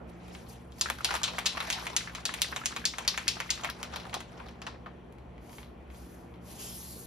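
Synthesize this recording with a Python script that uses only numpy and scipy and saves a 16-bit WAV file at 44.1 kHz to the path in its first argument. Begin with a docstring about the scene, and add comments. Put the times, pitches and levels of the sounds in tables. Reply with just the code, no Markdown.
"""A dull rush fades off to the right, over a workshop's rumble and machine hum; a hand slides on a can.
The spray can is shaken: its mixing ball knocks on the paint-damped steel ends, the paint sloshes
and plops. Then the trigger ticks and three bursts of spray hiss onto a tray, the last faintly
whistling. Left and right carry much the same bass and treble, the treble a little apart in time."""
import sys
import numpy as np
from scipy import signal
from scipy.fft import rfft, irfft, next_fast_len
from scipy.io import wavfile

SR = 44100
rng = np.random.default_rng(int(sys.argv[2]) if len(sys.argv) > 2 else 0)


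def inscribe(sig):
    """Save sig as 16-bit PCM at rate SR to the path in sys.argv[1].

    A 1-D sig is mono; a 2-D sig holds one channel per row.
    Samples are clipped to [-1, 1] before scaling.
    """
    pcm = np.round(np.clip(np.atleast_2d(sig).T, -1, 1) * 32767)
    wavfile.write(sys.argv[1], SR, pcm.astype(np.int16))


N = 311346


def from_db(db):
    """Gain of a level in dB."""
    return 10 ** (np.asarray(db) / 20)


def rms_one(x):
    """Scaled to rms 1."""
    return x / np.sqrt(np.mean(x ** 2) + 1e-20)


def in_time(rows):
    """Each column of a timed curve at every sample."""
    seconds, *columns = np.transpose(rows)
    return [np.interp(np.arange(N) / SR, seconds, column) for column in columns]


def at_hz(points, hz):
    """A table read on a log-frequency axis."""
    known_hz, values = np.transpose(points)
    return np.interp(np.log(hz), np.log(known_hz), values)


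def drift(rate_hz):
    """A slow random wander of rms 1."""
    pole = np.exp(-80 * np.pi * rate_hz / SR)   # one step every 40 samples
    slow = signal.lfilter([1], [1, -2 * pole, pole * pole], rng.standard_normal(N // 40 + 2002))[2000:]
    return np.interp(np.arange(N) / 40, np.arange(len(slow)), rms_one(slow))


def dying(length, t60):
    """An exponential fall of 60 dB in t60 seconds."""
    return from_db(-60 * np.arange(length) / (t60 * SR))


def bank(drive, lowest_hz, part=slice(None)):
    """Band-passes fed by drive(hz, noise), summed with alternating signs so a click stays whole."""
    edges_hz = 30 * 2 ** np.arange(0, 9.4, .4)
    out = np.zeros((2, N))
    white = rng.standard_normal((2,) + out[:, part].shape)
    for k, (low, high) in enumerate(zip(edges_hz, edges_hz[1:])):
        if high > lowest_hz:
            band = signal.butter(2, [low, high], "band", fs=SR, output="sos")
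            out[:, part] += (-1) ** k * signal.sosfilt(band, drive(np.sqrt(low * high), white[k % 2]))
    return out


def hiss(curve, colour, gain_db, pivot_hz, patchy_db, texture=1):
    """Coloured noise along a curve of time, level and tilt; each band wanders by patchy_db."""
    part = slice(round(curve[0][0] * SR), round(curve[-1][0] * SR))
    level_db, tilt_db = (column[part] for column in in_time(curve))
    gain = (texture * np.ones(N))[part] * from_db(level_db + gain_db)

    def drive(hz, noise):
        band_db = at_hz(colour, hz) + tilt_db * np.log2(hz / pivot_hz)
        return noise * gain * from_db(band_db + patchy_db * drift(28)[part])

    return bank(drive, 300, part)


def dull_rush():
    """A dull rush of noise off to the right that fades within the first second."""
    # Each row: time in seconds, relative level in dB, tilt in dB per octave.
    curve = [(0, -38, -4.5), (.15, -48.5, -3), (.32, -43, -5), (.5, -51, -5), (.75, -72, -8)]
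    # Each row: frequency in Hz, relative noise density in dB.
    colour = [(250, 8), (400, -6), (680, 3), (900, -14), (1300, -3), (2000, -20), (4000, -45)]
    return hiss(curve, colour, gain_db=7.5, pivot_hz=700, patchy_db=0) * from_db([[-9], [0]])


def workshop(rumble_db, patchy_db, waver_db, waver_rad):
    """The room all round the microphone: broad rumble, with motor and mains lines that waver."""
    # Each row: frequency in Hz, relative density of the rumble in dB.
    colour = [(30, -28.5), (48, -8.5), (62, -1), (85, -13), (160, -13.5), (215, -8), (275, -12.5),
              (400, -11.5), (620, -16.5), (800, -15.5), (1500, -27), (2500, -28.5), (4500, -49.5),
              (8000, -50.5), (16000, -58)]
    # Each row: pitch of a hum line in Hz, rms level in dB that it wavers about.
    lines = [(59.3, -60), (69.2, -57.5), (119.7, -59), (138.6, -63), (177.9, -57), (207.6, -72),
             (224, -65.5), (237.6, -61.5), (296.2, -69.5), (342, -67), (357, -70), (468, -68), (588, -71),
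             (709, -69)]
    rumble = bank(lambda hz, noise: noise * from_db(at_hz(colour, hz) + patchy_db * drift(6.7)), 0)
    t, hum = np.arange(N) / SR, np.zeros(N)
    for hz, db in lines:
        size = np.sqrt(2) * from_db(db + waver_db * drift(2.6))
        hum += size * np.sin(2 * np.pi * (hz * t + rng.random()) + waver_rad * drift(1.3))
    return from_db(rumble_db) * rms_one(rumble) + hum


def hand_slide():
    """A hand rubs over the can in a few soft swishes."""
    # Each row: time in seconds, relative level in dB, tilt in dB per octave.
    curve = [(0.05, -85, -9.5), (0.098, -61, 2), (0.14, -73, -6), (0.345, -57, 0), (0.46, -64, 2),
             (0.498, -51, 6), (0.58, -63, -1.5), (0.705, -74.5, 4), (0.8, -55, 4)]
    # Each row: frequency in Hz, relative noise density in dB.
    colour = [(800, -10), (2000, 5), (5000, -0.5), (8000, -0.5), (11000, -7), (16000, -14)]
    return hiss(curve, colour, gain_db=2.5, pivot_hz=6000, patchy_db=3.5)


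def finger_ticks(t60=0.027, ping_hz=3180, ping_db=-6, hollow_hz=2250):
    """Hand and trigger tap the can: light, short blows for struck_can."""
    # Each row: start in seconds, relative level in dB, dull and bright parts in dB.
    ticks = [(0.282, -51, -15, -11), (0.35, -41.5, -2, -32), (0.721, -47, -33, -20),
             (5.125, -59.5, -1.5, -4), (5.1844, -57.5, 0, -14), (5.38, -58.5, 4, -24),
             (5.4947, -55, 2, -15), (5.53, -51, -1, -8), (5.5835, -44, 1.5, -24), (5.6302, -46, -2, -28),
             (5.646, -54, -12, -30), (5.659, -59, -14, -30), (5.668, -57, -12.5, -30), (5.878, -73, -4, -7),
             (5.902, -53, -1.5, -26), (5.9459, -55, -1, -17), (6.34, -55, -2, -30), (6.359, -61, -9, -32)]
    return [(start, db, dull_db, dull_db + 1, ping_db, (ping_db + bright_db) / 2, bright_db,
             t60, 0, ping_hz, ping_db, hollow_hz) for start, db, dull_db, bright_db in ticks]


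def steel_mode(at, sizes, hz, t60):
    """Clicks set one mode of the can ringing."""
    clicks = np.full(N, 1e-18)
    clicks[at] = sizes
    pole, turn = from_db(-60 / (t60 * SR)), 2 * np.pi * hz / SR
    return signal.lfilter([0, np.sin(turn)], [1, -2 * pole * np.cos(turn), pole * pole], clicks)


def pings(at, levels_db, pitches_hz, spread, t60, held_s):
    """Where a blow lands decides which mode is loudest: a short tone with three weaker neighbours."""
    out, span = np.zeros(N), int(.1 * SR)
    t = np.arange(span) / SR
    shape = dying(span, t60) * (.3 + .7 * np.exp(-(t / held_s) ** 4))   # the paint smothers it
    for i, db, hz, detune in zip(at, levels_db, pitches_hz, rng.standard_normal((len(at), 3, 1))):
        neighbours = np.sin(2 * np.pi * hz * (1 + spread * detune) * t).sum(axis=0)
        tones = np.sin(2 * np.pi * hz * t) + 0.57 * neighbours
        out[i:i + span] += 0.19 * from_db(db) * tones * shape
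    return out


def struck_can(blows, crack_db, echo_db, ring_db, room_db, scatter_db):
    """Each blow: a crack and its echo off the bench, the wet steel's damped ring, the room's tail."""
    # Each row: frequency in Hz, relative density of a blow in dB.
    colour = [(450, -12), (800, 4.5), (1400, 5), (2200, 3.5), (3300, 0.5), (4600, -1.5), (6500, 0.5),
              (9000, 6.5), (12000, 4.5), (16000, 6)]
    # Each row: frequency in Hz, factor on a blow's decay time.
    damping = [(400, 2.9), (1500, 1.12), (4000, 2.06), (5800, 0.85), (8000, 0.38), (15000, 0.86)]
    # Each row: pitch of a clear mode in Hz, relative level in dB, seconds to fall 60 dB.
    can_modes = [(1142, -21.5, 0.06), (2140, -16, 0.021), (3310, -40.5, .07), (3990, -23, 0.24),
                 (5030, -20.5, 0.082), (4840, -24, 0.088), (6470, -6, 0.022)]
    # Each row: frequency in Hz, the room's reverberation time in seconds.
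    room_t60 = [(400, 0.071), (2000, 0.33), (4500, 0.37), (6500, 0.25), (15000, 0.0515)]
    # Centres in Hz of a blow's dull, low-mid, main, high, top and bright parts.
    part_hz = [1300, 2200, 3356, 5072, 6694, 11100]
    (start, level_db, dull_db, mid_db, high_db, top_db, bright_db,
     t60, hard_db, ping_hz, ping_db, hollow_hz) = np.transpose(blows)
    parts_db = np.array([dull_db, mid_db, np.zeros(len(start)), high_db, top_db, bright_db])
    at = np.round(start * SR).astype(int)
    span, bench_lag = int(.14 * SR), int(.0041 * SR)
    scatter = iter(rng.standard_normal((len(at), 40)).T)
    t = np.arange(span) / SR
    swell = 1 - np.exp(-(t / .0021) ** 2)   # the ring takes a moment to spread over the steel
    swell *= .48 + .52 * np.exp(-(t / .0105) ** 4)   # and drops once the ball stops chattering

    def blow_db(hz):
        shares = [np.interp(np.log(hz), np.log(part_hz), one) for one in np.eye(len(part_hz))]
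        return level_db + shares @ parts_db

    def drive(hz, noise):
        sizes = from_db(blow_db(hz) + at_hz(colour, hz) + scatter_db * next(scatter))
        clicks, cracks, ring_power = np.zeros(N), np.zeros(N), np.zeros(N + span)
        clicks[at] = sizes
        cracks[at] = sizes * from_db(crack_db + hard_db - 1.46 * np.log2(hz / 4000))
        for i, size, decay_s in zip(at, sizes, t60):
            ring_power[i:i + span] += (size * swell * dying(span, decay_s * at_hz(damping, hz))) ** 2
        # reflections build up over some milliseconds, then fall with the room's decay
        rise, fall = np.exp(-1 / (.0028 * SR)), from_db(-120 / (at_hz(room_t60, hz) * SR))
        room_power = signal.lfilter([1 - rise], np.convolve([1, -fall], [1, -rise]), clicks ** 2 + 1e-18)
        level = np.sqrt(from_db(ring_db) ** 2 * ring_power[:N] + from_db(room_db) ** 2 * room_power)
        return cracks + from_db(echo_db) * np.roll(cracks, bench_lag) + level * noise

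    modes = sum(steel_mode(at, from_db(blow_db(hz) + db + 1.9 * next(scatter)), hz, decay_s)
                for hz, db, decay_s in can_modes)
    after_crack = at + int(.0015 * SR)
    cluster = pings(after_crack, level_db + ping_db + 7, ping_hz, spread=.088, t60=.092, held_s=.011)
    # the crack itself carries a pitch just above the ping
    snap = pings(at, level_db + ping_db - 1.5, 1.11 * ping_hz, spread=.038, t60=.0089, held_s=.05)
    hollow = pings(after_crack, level_db + dull_db + .5, hollow_hz, spread=.078, t60=.18, held_s=.026)
    return bank(drive, 300) + modes + cluster + snap + hollow


def paint_slosh(grains_per_s, grain_db):
    """Paint splashes about inside the can: noise roughened by short grains."""
    # Each row: time in seconds, relative level in dB, tilt in dB per octave.
    curve = [(0.78, -52, -1), (0.86, -49, -0.5), (1.0, -50, -2), (1.13, -31.5, -6), (1.2, -47, -2),
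             (1.286, -41, -6), (1.656, -37.5, -4.5), (1.824, -35, -4.5), (1.94, -40.5, -5.5),
             (2.03, -44, -3), (2.19, -44.5, -5), (2.235, -49, -6), (2.32, -37.5, -6.5), (2.41, -43, -3),
             (2.6, -42.5, -3), (2.69, -46, -3), (2.79, -46.5, -3), (2.9, -53.5, -0.5), (3.0, -41.5, -5.5),
             (3.11, -42, -4.5), (3.22, -47, -3.5), (3.33, -47, -1), (3.43, -40, -4), (3.48, -47, -2.5),
             (3.58, -40.5, -4), (3.742, -45.5, -6.5), (4.052, -41.5, -7), (4.28, -55.5, -5.5),
             (4.41, -42, -8.5), (4.55, -55, -7.5), (4.78, -58, -13), (5.0, -77.5, -6)]
    # Each row: frequency in Hz, relative noise density in dB.
    colour = [(350, -17.5), (800, -2.5), (1600, -1.5), (3500, -2), (6000, -3), (9000, -3.5), (16000, -12)]
    born = rng.random(N) < grains_per_s / SR
    sizes = from_db(grain_db * np.minimum(rng.exponential(1, N), 2.5))
    grains = signal.lfilter([1], [1, -.994], born * sizes)
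    return hiss(curve, colour, gain_db=2, pivot_hz=1770, patchy_db=3.5, texture=rms_one(2.9 + grains))


def ball_knocks(t60=0.11):
    """The ball's blows for struck_can: the base pings high, the wet shoulder knocks dull."""
    # Each row: start in seconds, relative level in dB, dull, low-mid, high and top parts in dB,
    # contact hardness in dB, ping pitch in Hz, relative ping level in dB, hollow note in Hz.
    knocks = [(0.8115, -19.5, -11.5, -16, -1.5, -1, 0.5, 4780, -0.5, 1014),
              (0.9007, -31.5, 3, 2, -6, -4, 6.5, 3400, -3, 2380),
              (0.9862, -50.5, 4, -4, 4, -6, 5.5, 3220.0, -3, 1380.0),
              (1.0462, -17, -13.5, -12.5, -4.5, -5, 0.5, 4750, -5, 2390),
              (1.1075, -31, 4.5, 3, 1, -10, 0.5, 2850, -10.5, 980),
              (1.1404, -35, 9, 2, -3.5, 1.0, 2.5, 6970, 2, 1235),
              (1.1524, -30, 1, -4.5, -6, -5, 3, 3330, -2, 1270),
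              (1.165, -35.5, -2.5, -1, -1, -9.5, 4.5, 3410, -5, 1290),
              (1.2332, -23.5, -10.5, -13, 1.5, -0.5, 0, 3270, -13, 1396),
              (1.2384, -15.5, -19, -16, -15, -10.5, -6.5, 3157, -4.5, 2430),
              (1.278, -26.5, -3, -6, -9, -14, -3.5, 4100.0, -7, 2460),
              (1.3834, -34.5, 5.5, 8.5, -12, -10, 1.5, 3330, -6.5, 2330),
              (1.3878, -31.5, -16.0, -19, -7.5, -2, 3.5, 3300, 1.5, 1560.0),
              (1.4577, -20, -11.5, -9, -9, -5.5, -4.5, 4530, -3.5, 1720.0),
              (1.4627, -14.5, -27.5, -24, -3.5, -6.5, -2, 4620, -8.5, 855),
              (1.5716, -31.5, 5, 3.5, -3, -14.0, -4, 2800, -9.5, 1130),
              (1.6034, -27.5, -0.5, -3, -7, -12.5, -1, 3770, -0.5, 2240),
              (1.6684, -47, -3.5, 4, 3.5, -4.5, 0, 4920.0, -1, 1920.0),
              (1.702, -25, -7, 1, -1.5, 1.5, 1.5, 2700, -13.5, 2350),
              (1.727, -22.5, -30, -7, -1.5, -8.5, -1.5, 3100.0, -8.5, 2430.0),
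              (1.868, -32.5, -1.5, 5, -6, -5.5, 1, 3470, -7, 2260),
              (1.965, -20.5, -15.5, -7, 0, 0.5, 1.5, 6000, 0.5, 1980.0),
              (2.15, -32.5, -7, -3, -4.5, -3.5, -1, 2540, -2.5, 2340),
              (2.254, -20, -16, -14.5, -4.5, -2.5, -0.5, 4690, -1.5, 1660),
              (2.3403, -30, -7.5, -3, -18.5, -7, 3.5, 3480, -4, 2340),
              (2.4186, -17.5, -19, -10, -3.5, -6, 3.5, 4040, -12.5, 2480),
              (2.562, -30, -0.5, 0, -24.5, -0.5, -0.5, 3700, -1, 2420),
              (2.6583, -26.5, -13, -5.5, 1.5, 5, 3, 6600, 1.5, 2220),
              (2.7632, -27.5, -1.5, -4.5, -11, -7.5, -1, 3890, -2.5, 2410),
              (2.8537, -20, -19, -10, 2.5, -1.5, 0.5, 4230, -1, 2290.0),
              (2.9841, -30.5, -1.5, -1.5, -12, -2.5, 2, 3580, -9, 774),
              (3.05, -50, 5.5, 14, 5.5, 2, 0.5, 2630, 2.5, 1620),
              (3.078, -17.5, -15, -14.5, 1, -10, 1.5, 4310, 2.0, 1900),
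              (3.1767, -29, -2, 5, -12.5, -2.5, 1.5, 2920, -18, 2330),
              (3.28, -17, -18, -9, 1.5, -3.5, 0, 4350, -4, 2140),
              (3.4022, -35, 5, 6.5, 0.5, -1.5, 2.5, 2830, -18.5, 1870),
              (3.5044, -21.5, -15, -8.5, 3.5, 0, -0.5, 5040, 1, 2040),
              (3.6348, -32, 3.5, -5, -12, -1, -11, 3080, -3, 924),
              (3.6464, -29.5, -1, 3, -9, -11, 2, 3490, -8, 2270),
              (3.7, -39, -4.5, -11, 4.5, -13, 7, 3360.0, 5.5, 700),
              (3.8298, -35, -4, -1, 0.5, -1.5, 3, 2970, -2.5, 700),
              (3.9348, -35.5, 4.5, -5, -3, -9, -16, 2620, -14, 894),
              (3.96, -30, -3.5, -11, -4.5, -14.5, 2, 2700, -4, 900),
              (4.0003, -47, -11, 4, 5, -14, 3.5, 3500, -1, 1830.0),
              (4.128, -35.5, 0.5, 2.5, -11, -18, -14, 2840, -7, 795),
              (4.142, -27, -1.5, -12, -4, -7, 1, 3330, -3, 1055),
              (4.205, -39, -0.5, -4, -13, -4, 1.5, 3270, -5.5, 2000),
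              (4.4855, -47, -2, 0, -1, -16.5, 1, 2990.0, -5, 2290),
              (4.6178, -41, 1, -3, -0.5, -4, -0.5, 2670, 0.5, 750.0),
              (4.6665, -36, 7, 0, -0.5, -4, -3.5, 2680, 2, 1282),
              (4.8607, -49.5, 14, 6.5, -9, -36, -1.5, 2670, -6, 1235)]
    blows = []
    for start, db, *parts_db, hard_db, ping_hz, ping_db, hollow_hz in knocks:
        bright_db = -22 + 1.75 * hard_db   # a harder contact is brighter
        blows.append((start, db, *parts_db, bright_db, t60, hard_db, ping_hz, ping_db, hollow_hz))
    return blows


def paint_plops(gain_db, spread, splash_db, t60):
    """Paint plops back as the ball turns: three close, short tones in a splash of noise."""
    # Each row: start in seconds, relative level in dB, pitch in Hz.
    plops = [(0.8589, -22, 1478), (0.887, -28, 1560), (.988, -36.5, 1400), (1.007, -30, 1430),
             (1.089, -27.5, 1430), (1.216, -28, 1346), (1.551, -30, 970), (1.787, -35, 1430),
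             (1.825, -33.5, 980), (2.008, -31, 1790), (2.074, -27.5, 1670), (2.096, -34, 1740),
             (2.152, -33, 1360), (2.184, -33.5, 1340), (2.2915, -27.5, 1210), (2.292, -26.5, 1970),
             (2.387, -35, 2100), (2.444, -28, 1910), (2.5253, -24.5, 1580), (2.5261, -28, 1070),
             (2.615, -31.5, 1290), (2.637, -31, 1640), (2.709, -33, 1250), (2.725, -31, 1390),
             (2.817, -37.5, 1560), (2.842, -30.5, 1610), (2.937, -33, 2100), (2.938, -34.5, 1100),
             (3.143, -30, 1910), (3.213, -38.5, 1140), (3.271, -30.5, 1920), (3.369, -32.5, 1470),
             (3.3688, -34, 844), (3.461, -38.5, 1190), (3.493, -31.5, 2000), (3.576, -37, 1990),
             (3.595, -33.5, 1140), (3.69, -26, 1476), (3.791, -50, 1630), (4.076, -39.5, 835),
             (4.167, -26, 717)]
    out, span = np.zeros((2, N)), int(.08 * SR)
    t = np.arange(span) / SR
    for (start, db, hz), detune in zip(plops, rng.standard_normal((len(plops), 3, 1))):
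        tones = np.sin(2 * np.pi * hz * (1 + spread * detune) * t).mean(axis=0) * dying(span, t60)
        band = signal.butter(2, [hz * .65, hz * 1.4], "band", fs=SR, output="sos")
        splash = signal.sosfilt(band, rng.standard_normal((2, span))) * dying(span, 2 * t60)
        i = round(start * SR)
        out[:, i:i + span] += from_db(db + gain_db) * (tones + from_db(splash_db) * splash)
    return out


def trigger():
    """The jet's level and tilt: each squeeze opens, rises, sags and falls; the strongest is heard."""
    # Each row: start in seconds, rise in seconds, relative peak in dB, hold and fall in seconds.
    squeezes = [(5.416, 0.12, -60.5, 0.047, .14), (5.91, 0.042, -63.5, 0.19, .3),
                (6.419, 0.08, -55, 0.09, 0.26), (6.53, 0.07, -47.5, .45, .1)]
    shut_db, opening_db, opening_s = -91.5, -75, .024
    sag_db_per_s, tilt_per_s = 15, 13.3   # the jet weakens and brightens while held
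    release_db, release_s = 2, .026   # letting go drops the jet at once, then it dribbles out
    t = np.arange(squeezes[0][0] - opening_s, N / SR, .002)
    level, tilt = np.full(len(t), shut_db), np.zeros(len(t))
    for start, rise, db, held, fall in squeezes:
        corners = start + np.cumsum([-opening_s, opening_s, rise, held, release_s, fall])
        end_db = db - sag_db_per_s * held
        own_level = np.interp(t, corners, [shut_db, opening_db, db, end_db, end_db - release_db, shut_db])
        own_tilt = np.interp(t, corners, [0, 0, 0, tilt_per_s * held, 0, 0])
        tilt = np.where(own_level > level, own_tilt, tilt)
        level = np.maximum(own_level, level)
    return np.transpose([t, level, tilt])


def spray():
    """Smooth jet noise; inverted bounces off the tray comb it into bands that glide as the can sweeps."""
    # Each row: frequency in Hz, relative noise density in dB.
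    colour = [(500, 3), (1500, -6.5), (3000, -0.5), (5000, 0), (8000, 2), (10500, -5.5), (13000, 8),
              (16000, -30)]
    # Each row: time in seconds, detour by way of the tray in metres, share sent back.
    tray_echo = [(5.4, 0.18, 0.26), (5.9, 0.18, 0.065), (6.5, 0.18, 0.064), (6.63, 0.17, 0.19),
                 (6.76, 0.163, 0.22), (6.86, 0.11, 0.22), (7.06, 0.13, 0.24)]
    jet = hiss(trigger(), colour, gain_db=6.5, pivot_hz=7970, patchy_db=1.5)
    detour_m, share = in_time(tray_echo)
    now, lag = np.arange(N), detour_m / 343 * SR
    return sum((-share) ** bounce * np.array([np.interp(now - bounce * lag, now, side) for side in jet])
               for bounce in range(6))


def nozzle_whistles(width_hz):
    """The nozzle whistles faintly: narrow bands of noise that swell, glide and fade."""
    # Each row: start and length in seconds, first and last pitch in Hz, level at the crest in dB.
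    whistles = [(6.58, .2, 2950, 3350, -60), (6.59, .13, 6450, 6600, -60), (6.66, .13, 5280, 5450, -57),
                (6.63, .06, 4400, 4500, -63), (6.58, .2, 9900, 10000, -60), (6.72, .2, 11000, 11700, -57),
                (6.82, .24, 4100, 4500, -64), (6.86, .2, 11800, 12500, -62)]
    out = np.zeros(N + SR)
    lowpass = signal.butter(2, width_hz, fs=SR, output="sos")
    for start, length, from_hz, to_hz, db in whistles:
        progress = np.linspace(0, 1, round(length * SR))
        wobble = signal.sosfilt(lowpass, rng.standard_normal((2, SR // 2)))[:, -len(progress):]
        phase = 2 * np.pi * np.cumsum(from_hz + (to_hz - from_hz) * progress) / SR
        tone = rms_one(wobble[0] * np.cos(phase) + wobble[1] * np.sin(phase))
        i = round(start * SR)
        out[i:i + len(tone)] += from_db(db) * np.sin(np.pi * progress) * tone
    return out[:N]


def scene():
    """The workshop in two channels: the same events, with separate broad noise in each."""
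    rattle = struck_can(ball_knocks() + finger_ticks(),
                        crack_db=21.5, echo_db=-15.5, ring_db=3, room_db=-8, scatter_db=1)
    paint = paint_plops(gain_db=-1.5, spread=.08, splash_db=3, t60=.042)
    paint += paint_slosh(grains_per_s=90, grain_db=6.5)
    hand, rush = hand_slide(), dull_rush()
    jet = spray() + nozzle_whistles(width_hz=120)
    room = workshop(rumble_db=-51.5, patchy_db=1.5, waver_db=2.5, waver_rad=.66)
    return rush + room + hand + rattle + paint + jet


def record(dry):
    """Stereo image: the right channel shares much of the left and leads in the treble; the top is cut."""
    # Each row: frequency in Hz, gain on both channels in dB.
    response = [(7000, 0), (7900, 3), (8700, 0), (12700, -1), (13600, 0), (14300, 0), (14900, -6),
                (16300, -9)]
    # Each row: frequency in Hz, likeness of left and right from 0 to 1.
    likeness = [(60, 0.96), (160, 0.96), (300, 0.75), (600, 0.3), (1200, 0.35), (2600, 0.4), (5000, 0.54),
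                (7000, 1), (8100, .998), (9600, 0.82), (11600, 1), (13200, 0.84), (14800, 1)]
    # Each row: frequency in Hz, left over right in dB.
    balance = [(60, 0), (1000, 1), (2000, 1), (3500, 4), (5500, 2.5), (7500, 0), (16000, 0)]
    lead_s, lead_from_hz, stopband_hz = .00017, 5370, 17150
    size = next_fast_len(N + 4096)
    hz = np.maximum(np.arange(size // 2 + 1) * SR / size, 1)
    left, unshared = rfft(dry, size) * from_db(at_hz(response, hz))
    alike = np.clip(at_hz(likeness, hz), 0, .999)
    lean = from_db(at_hz(balance, hz) / 2)
    # the phase offset between the channels is held constant in the highest hiss
    lead = np.exp(1j * np.clip(2 * np.pi * lead_s * (hz - lead_from_hz), 0, 2.8 * np.pi))
    right = lead * (alike * left + 1j * np.sqrt(1 - alike ** 2) * unshared)
    stereo = irfft([left * lean, right / lean], size)[:, :N]
    top_cut = signal.cheby2(14, 70, stopband_hz, fs=SR, output="sos")
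    return signal.sosfilt(top_cut, stereo)


dry = scene()
out = record(dry)
inscribe(out)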